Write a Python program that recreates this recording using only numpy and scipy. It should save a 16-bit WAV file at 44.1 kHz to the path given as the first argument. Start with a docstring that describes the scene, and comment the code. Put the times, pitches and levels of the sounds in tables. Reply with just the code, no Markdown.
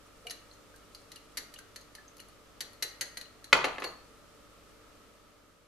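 """A glass thermometer clinks against a conical flask of swirled liquid: bright contact bursts and short wall modes.
The flask is set down on a tiled lab bench: coloured knocks, ringing modes, a bench thump and a rolling rattle.
Flask and liquid plink as short sines rising slightly in pitch; the liquid sloshes as noise of uneven level.
A ventilation fan sounds as coloured noise over wavering hum lines.
The hard-walled room answers the contacts and plinks through a noise-built echo."""
import sys
import numpy as np
from scipy import signal
from scipy.fft import rfft, irfft, next_fast_len
from scipy.io import wavfile
from scipy.ndimage import uniform_filter1d

SR = 44100
rng = np.random.default_rng(int(sys.argv[2]) if len(sys.argv) > 2 else 0)


def store_wav(level_fs):
    """Save 16-bit WAV to argv[1]."""
    pcm = np.round(np.clip(np.atleast_2d(level_fs), -1, 1) * 32767)
    wavfile.write(sys.argv[1], SR, pcm.T.astype(np.int16))


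N = 250309
FFT_SIZE = next_fast_len(N)
SWIRL_END_S = 1.4

# Flask base against the tiles. Each row: start in seconds, relative strength in dB, chatter length in seconds.
KNOCKS = [(3.5281, -7.5, 0.00008), (3.5301, -5, 0.00015), (3.531, -5.5, 0.0026), (3.5509, -21.5, 0.0079),
          (3.6427, -13.5, 0.009), (3.6504, -19.5, 0.008), (3.7826, -26, 0.0063), (3.8215, -25, 0.006),
          (3.841, -24, 0.012)]
# Colour of base on tile. Each row: frequency in Hz, relative density in dB per Hz.
THUD = [(40, -23.5), (150, -22.5), (260, -12.5), (400, -3), (520, -2), (660, -3.5), (820, -1), (1250, 0.5),
        (1500, -2), (1950, 2), (2700, 1), (3300, -5), (4200, -7.5), (5400, -16.5), (6700, -16.5),
        (7800, -22.5), (11000, -30), (12700, -41.5), (15500, -62)]
# Left-right likeness of contacts and steady noises. Each row: frequency in Hz, likeness from 0 to 1.
ALIKE = [(30, 0.97), (100, 0.26), (300, 0.399), (700, 0.42), (1300, 0.6), (2500, 0.2), (6000, 0.097),
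         (14000, 0.23)]


def amp(db):
    """Decibels to gain."""
    return 10 ** (np.asarray(db) / 20)


def unit(x):
    """Scales to an rms of one."""
    return x / np.sqrt(np.mean(x ** 2) + 1e-20)


def read(points, hz):
    """Reads a table on a logarithmic frequency axis."""
    f, value = np.transpose(points)
    return np.interp(np.log(hz + 1), np.log(f + 1), value)


def add(mix, s, sound):
    """Adds a sound to the mix at time s."""
    part = mix[..., round(s * SR):][..., :sound.shape[-1]]
    part += sound[..., :part.shape[-1]]


def hold(db, until_s, fall_db_per_s):
    """Gain over the whole scene: a steady level, then an even fall in dB."""
    past_s = np.maximum(np.arange(N) / SR - until_s, 0)
    return amp(db - fall_db_per_s * past_s)


def pair(points, size):
    """Frequencies and spectra of two white noises, left and right as alike as the table says."""
    hz = np.fft.rfftfreq(size, 1 / SR)
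    left, other = rfft(rng.standard_normal((2, size)))
    alike = np.clip(read(points, hz), -1, 1)
    right = other * np.sqrt(1 - alike ** 2) + left * alike
    return hz, np.array([left, right])


def even_burst(envelope, points, evenness, count=4):
    """Stereo noise under an envelope, its chance resonances partly smoothed out."""
    size = len(envelope)
    burst = irfft(pair(points, size)[1], size) * envelope
    energy = np.linalg.norm(burst)
    for _ in range(count):
        z = rfft(burst)
        flatter = z / (abs(z) + 1e-9) ** np.clip(evenness, 0, 1)
        burst = irfft(flatter, size) * envelope ** (1 / count)
    return burst * energy / np.linalg.norm(burst)


def pulse(colour, tilt_db_per_octave, pivot_hz, size=2048):
    """A minimum-phase click of unit energy with the given colour, tilted about the pivot."""
    hz = np.fft.rfftfreq(size, 1 / SR)
    octaves = np.log2(np.maximum(hz, pivot_hz / 10) / pivot_hz)
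    log_gain = np.log(amp(read(colour, hz) + tilt_db_per_octave * octaves))
    circle = np.r_[log_gain, log_gain[-2:0:-1]]
    spectrum = np.exp(np.conj(signal.hilbert(circle)))
    click = np.fft.ifft(spectrum).real[:size // 2]
    return click / np.linalg.norm(click)


def contact(length_s, chatter_db, apart, evenness, size=2048):
    """Force of a first touch, then a dying buzz of rebounds that differs a little from side to side."""
    t = np.arange(size) / SR
    envelope = np.exp(-(t / max(length_s, 1e-4)) ** 2)
    buzz = even_burst(envelope, ALIKE, evenness)
    force = amp(chatter_db) * (apart * buzz + (1 - apart) * buzz.mean(0))
    force[:, 0] += 1
    return force


def strike(force, click):
    """A contact force played through the colour of the object, with unit energy on each side."""
    burst = signal.fftconvolve(force, click[None], axes=1)
    return burst / np.linalg.norm(burst, axis=1, keepdims=True)


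def ring(modes, damping_per_s, spread_rad, detune):
    """Decaying modes with added damping; pitch and strength shift at random from blow to blow."""
    t = np.arange(SR // 2) / SR
    out = np.zeros((2, len(t)))
    for hz, db, t60 in modes:
        shift, uneven_db, side, phase = rng.standard_normal(4)
        turns = hz * (1 + detune * shift) * t + phase
        angle = 2 * np.pi * turns + spread_rad * side * np.array([[-1], [1]])
        decay = np.exp(-np.log(1000) * t * (1 / t60 + damping_per_s))
        out += amp(db + uneven_db) * decay * np.sin(angle)
    return out * (1 - np.exp(-t / 0.00044))


def diffused(response):
    """Evens out a one-second echo over frequency, so that no single resonance booms; keeps 0.75 s."""
    z = rfft(response)
    power = (abs(z) ** 2).mean(0)
    correction = np.sqrt(uniform_filter1d(power, size=700) / uniform_filter1d(power, size=70))
    return irfft(z * correction, SR)[:, :SR - SR // 4]


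def room(x, wet_db, tilt_db, early_db=-4.5, early_s=0.016, build_s=0.0035):
    """Close reflections, then a diffuse tail that decays at a rate set by frequency."""
    # Each row: frequency in Hz, t60 in s.
    room_t60 = [(120, 0.97), (330, 0.18), (600, 0.38), (1500, 0.55), (4000, 0.43), (8000, 0.32),
                (13000, 0.5)]
    # Each row: frequency in Hz, relative reverberation level in dB.
    room_db = [(120, 5), (300, 7), (650, 3.5), (1200, -1), (2500, -7), (6000, -5.5), (12000, -13.5)]
    # Left-right likeness of the echo. Each row: frequency in Hz, likeness from 0 to 1.
    room_alike = [(100, .95), (350, 0.7), (800, 0.7), (1500, 0.4), (2500, .25), (14000, 0.1)]
    t = np.arange(SR) / SR
    noise = irfft(pair(room_alike, SR)[1], SR)
    hz, frame_s, z = signal.stft(noise, SR, nperseg=256)
    rate = np.log(1000) / read(room_t60, hz)[:, None]
    colour_db = read(room_db, hz) + tilt_db * np.log2(1 + hz / 2000)
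    # the root evens the energy of long and short decays
    z = z * np.exp(-rate * frame_s) * np.sqrt(2 * rate / SR) * amp(colour_db)[:, None]
    tail = signal.istft(z, SR, nperseg=256)[1][:, :SR] * (1 - np.exp(-t / build_s))
    early = even_burst(np.exp(-t / early_s) * (t > .001), room_alike, evenness=0.94)
    early = early / np.linalg.norm(early, axis=1, keepdims=True)
    response = diffused(tail + amp(early_db) * early)
    return amp(wet_db) * signal.fftconvolve(x, response, axes=1)[:, :N]


def ventilation(waver_rad=0.89):
    """Rushing air as coloured noise over phase-wavering hum lines; steady, then fading at the end."""
    # Air noise. Each row: frequency in Hz, relative density in dB per Hz.
    air_colour = [(20, 0.6), (48, 0.86), (70, -3), (160, -.7), (350, -1.8), (560, 0), (750, -7.5),
                  (1050, -7.5), (1290, 1.69), (1480, -8.7), (3000, -11.7), (6000, -15.5), (14000, -24),
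                  (16000, -44)]
    # Hum lines. Each row: frequency in Hz, rms level before the fade in dB.
    hum_lines = [(49, -69.5), (99, -73.5), (255, -79), (299, -71.5), (446, -72.5), (585, -73)]
    hz, z = pair(ALIKE, FFT_SIZE)
    t = np.arange(N) / SR
    swell = hold(-58, until_s=5.01, fall_db_per_s=9)
    hum = np.zeros(N)
    for line_hz, db in hum_lines:
        slow = rfft(rng.standard_normal(FFT_SIZE)) * np.exp(-hz / 3)
        drift = unit(irfft(slow, FFT_SIZE)[:N])
        hum += amp(db) * np.sqrt(2) * np.sin(2 * np.pi * line_hz * t + waver_rad * drift)
    air = unit(irfft(z * amp(read(air_colour, hz)), FFT_SIZE)[:, :N])
    return (air + hum / swell.max()) * swell


def slosh(lapping_db=3):
    """Liquid laps as unevenly swelling noise: steady in the swirl, then calming, jolted by the landing."""
    # Each row: frequency in Hz, relative density in dB per Hz.
    liquid_colour = [(100, -22.5), (280, -21), (480, 4.5), (800, -11.5), (1800, -22.5), (4000, -13),
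                     (10000, -12.5), (15000, -35.5)]
    hz, z = pair(ALIKE, FFT_SIZE)
    laps = uniform_filter1d(rng.standard_normal(N), size=1200)
    laps = unit(uniform_filter1d(laps, size=800))
    landing_s = KNOCKS[0][0]
    swirl = hold(-69.5, SWIRL_END_S, fall_db_per_s=32)
    jolt = hold(-62.5, landing_s, fall_db_per_s=13.5) * (np.arange(N) / SR > landing_s)
    noise = irfft(z * amp(read(liquid_colour, hz)), FFT_SIZE)[:, :N]
    return unit(noise * amp(lapping_db * laps)) * (swirl + jolt)


def plinks(rise=0.0058, scatter_db=6):
    """Short plinks, rising slightly in pitch, from the swirled flask and its liquid; faint ones at random."""
    # The loudest plinks. Each row: start in seconds, initial pitch in Hz, relative level in dB.
    loudest = [(.248, 462, -41), (.255, 706, -41.5), (0.2688, 2870, -29.5), (.2705, 2320, -35),
               (0.513, 4270, -42), (.536, 6470, -50), (.741, 1590, -46.5), (1.166, 2850, -41),
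               (1.5608, 2880, -39.5), (1.564, 3550, -48), (1.58, 6250, -50), (1.588, 1556, -41),
               (1.619, 1580, -54), (1.9835, 1730, -41), (2.0805, 6300, -43.5), (2.195, 2880, -41.5),
               (3.256, 2900, -49)]
    faint_per_s, faint_max_db, low_hz, high_hz = 3, -58, 1470, 6850
    t60_at_1khz_s, damping_power = 0.039, 0.55  # higher ones die sooner
    out, t = np.zeros((2, N)), np.arange(SR // 8) / SR
    faint = []
    for when, high, weak in rng.random((round(faint_per_s * SWIRL_END_S), 3)):
        pitch_hz = low_hz * (high_hz / low_hz) ** high
        faint.append((when * SWIRL_END_S, pitch_hz, faint_max_db - scatter_db * weak))
    for s, hz, db in loudest + faint:
        t60 = t60_at_1khz_s * (1000 / hz) ** damping_power
        turns = hz * (t + rise * t ** 2 / t60)
        envelope = np.exp(-np.log(1000) * t / t60) * (1 - np.exp(-turns / 2))
        add(out, s, amp(db) * np.sin(2 * np.pi * turns) * envelope)
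    return out


def rattle(rattle_db=4):
    """The base rolls on its rim: a dense, fading run of tiny contacts with the tile."""
    # Each row: start in seconds, length in seconds, relative strength in dB.
    rolls = [(3.547, .09, -25.5), (3.654, .12, -27.5), (3.821, 0.063, -27.5)]
    rate_per_s, scatter_db, fade_db = 160, 5, -9
    out, click = np.zeros((2, N)), pulse(THUD, 0, pivot_hz=1950)
    for start, length, db in rolls:
        steps = np.arange(0, length, 1 / rate_per_s)
        for step, (jitter, uneven) in zip(steps, rng.standard_normal((len(steps), 2))):
            level_db = rattle_db + db + fade_db * step / length + scatter_db * uneven
            force = contact(0.00088, chatter_db=-4, apart=0.34, evenness=.3)
            add(out, start + step + .5 * jitter / rate_per_s, amp(level_db) * strike(force, click))
    return out


def flask(thud_db=14, ring_db=-27, bench_db=-8.5):
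    """The base knocks on the tiles, duller when softer; modes ring and the first knock thumps the bench."""
    # Ringing of base, tile and room after a knock. Each row: frequency in Hz, relative level in dB, t60 in s.
    knock_modes = [(375.6, -13.5, .35), (472, -14, 0.22), (595, -15.5, .3), (713, -8, 0.2),
                   (850, -13, 0.24), (1004, -8.5, .24), (1268, -10.5, 0.32), (1337, -12, 0.23),
                   (1630, -10.5, .18), (1966, 3.5, 0.046), (2270, -3, 0.06), (2610, -6, .05),
                   (2790, -8, .12), (2939, -6.5, 0.11)]
    # Bench top. Each row: frequency in Hz, relative density in dB per Hz.
    bench_colour = [(30, -22), (85, -21), (150, -2), (200, -13), (280, 2.5), (370, 3.5), (500, 3.5),
                    (650, -11.5), (2000, -44.5), (16000, -84.5)]
    out = np.zeros((2, N))
    for s, db, length_s in KNOCKS:
        force = contact(length_s, chatter_db=-9.5, apart=0.27, evenness=0.32)
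        click = pulse(THUD, 0.64 + 0.099 * db, pivot_hz=1963)
        add(out, s, amp(db + thud_db) * strike(force, click))
        add(out, s, amp(db + ring_db) * ring(knock_modes, 0, spread_rad=0.12, detune=0.0014))
    add(out, KNOCKS[0][0], amp(bench_db) * pulse(bench_colour, 0, pivot_hz=200, size=8192))
    return out


def favoured(hz):
    """The wall modes as struck at one spot: those near the given pitch are lifted."""
    # Flask wall, damped by the liquid. Each row: frequency in Hz, relative level in dB, t60 in s.
    wall_modes = [(1632, -20, .06), (1882, -10, .04), (2450, -10, 0.023), (2904, -4.5, 0.056),
                  (3250, -10, .03), (3698, -15, .1), (4050, -4.5, 0.079), (4130, -4, 0.044),
                  (4230, -3.5, .1), (4260, -6.5, .11), (4366, -3, .24), (4424, -4, .19), (4600, -2.5, .05),
                  (4720, -3, 0.043), (4810, -7, 0.038), (5400, -5.5, .025), (5660, -9, .08),
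                  (5860, -11.5, 0.073), (6460, -9.5, 0.1), (6400, -11, 0.16), (6660, -12, .2),
                  (7160, -12.5, .06), (9900, -8.5, .08), (10690, -10.5, .05), (11600, -10, 0.12)]
    lift_db, width_hz = 11.5, 160
    return [(f, db + lift_db * np.exp(-((f - hz) / width_hz) ** 2), t60) for f, db, t60 in wall_modes]


def thermometer(tick_db=17.0, wall_db=-11.5, swirl_detune=0.005, rest_detune=0.00029):
    """Glass chatters on glass: a bright tick and a wall ring, damped and detuned while held in the hand."""
    # Clinks; the tick at 0.298 s is probably a bursting bubble or a drop. Each row: start in seconds,
    # relative strength in dB, wall ring relative to the tick in dB, pitch favoured by the spot in Hz.
    clinks = [(0.2688, -39, -2, 3150), (.298, -47.5, 14, 5400), (0.3072, -32.5, 3, 10000),
              (0.761, -52, -15, 4400), (0.948, -48.5, 10.5, 4780), (1.1179, -40, -1, 1880),
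              (1.1593, -42, -2, 4850), (1.3714, -26.5, -1, 5830), (1.3804, -33.5, 1, 1880),
              (1.539, -41.5, 0, 10690), (1.588, -41.5, -10, 1630), (1.7601, -36.5, -2, 1880),
              (1.811, -55, 8, 6300), (1.951, -40, -10, 4280), (2.168, -49.5, -16, 4400),
              (2.181, -54, 2, 10000), (2.2006, -42.5, 2, 10000), (2.2852, -53, -8, 4430),
              (2.6062, -27, -1, 1880), (2.732, -55, 3.5, 4360), (2.8243, -22, 2, 3943),
              (3.01, -22.5, -3, 6500), (3.171, -30.5, -6, 4200), (3.212, -40.5, 7, 4140),
              (3.4423, -41, -0.5, 4110), (3.529, -29.5, -5.5, 4135), (3.567, -38, -2.5, 6660),
              (3.645, -38, 9, 6620), (3.653, -39, 7, 4230), (3.8, -44.5, 1, 6800), (3.839, -41, 3, 6830),
              (3.843, -35, -0.5, 4430)]
    # Each row: frequency in Hz, relative density in dB per Hz.
    tick_colour = [(150, -25), (450, -10.5), (900, -13.5), (1400, -6.5), (1950, 3.5), (2500, -4),
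                   (3000, -0.5), (3550, -3.5), (4200, 5.5), (4700, 3), (5250, -6), (6200, 2.5), (6900, -2),
                   (7600, -4.5), (9000, -6), (10600, 1.5), (12000, -3), (13500, -14), (16000, -38.5)]
    usual_db, usual_chatter_s, doubling_db = -38, 0.0075, 14  # harder clinks chatter longer
    firm_tilt_db_per_octave, graze_db, thinning_per_octave = -1, -45.5, 1.0  # grazes sound thinner
    grip_damping_per_s, let_go_s, regrip_s, mute_db_per_s = 12, 3.75, 3.93, 245
    out = np.zeros((2, N))
    for s, db, ring_db, ring_hz in clinks:
        chatter_s = usual_chatter_s * 2 ** ((db - usual_db) / doubling_db)
        force = contact(chatter_s, chatter_db=-3.5, apart=0.73, evenness=0.11)
        tilt = firm_tilt_db_per_octave + thinning_per_octave * max(graze_db - db, 0)
        damping, detune = (grip_damping_per_s, swirl_detune) if s < let_go_s else (0, rest_detune)
        tick = strike(force, pulse(tick_colour, tilt, pivot_hz=4560))
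        wall = ring(favoured(ring_hz), damping, spread_rad=0.25, detune=detune)
        add(out, s, amp(db + tick_db) * tick)
        add(out, s, amp(db + ring_db + wall_db) * wall)
    return out * hold(0, regrip_s, mute_db_per_s)


def scene(left_db=0.5, clink_room_db=1.0, clink_tilt_db=0.45, knock_room_db=0.0, knock_tilt_db=0.0):
    """A little to the left; the room answers clinks and plinks differently from knocks and rattle."""
    background = slosh() + ventilation()
    glass = thermometer() + plinks()
    landing = flask() + rattle()
    echoes = room(glass, clink_room_db, clink_tilt_db) + room(landing, knock_room_db, knock_tilt_db)
    return (glass + landing + echoes) * amp([[left_db], [-left_db]]) + background


def record(dry):
    """Clips at full scale, then limits the band."""
    lowpass = signal.firwin(255, 15800, window=("kaiser", 9), fs=SR)
    return signal.oaconvolve(np.clip(dry, -1, 1), lowpass[None], "same")


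dry = scene()
out = record(dry)
store_wav(out)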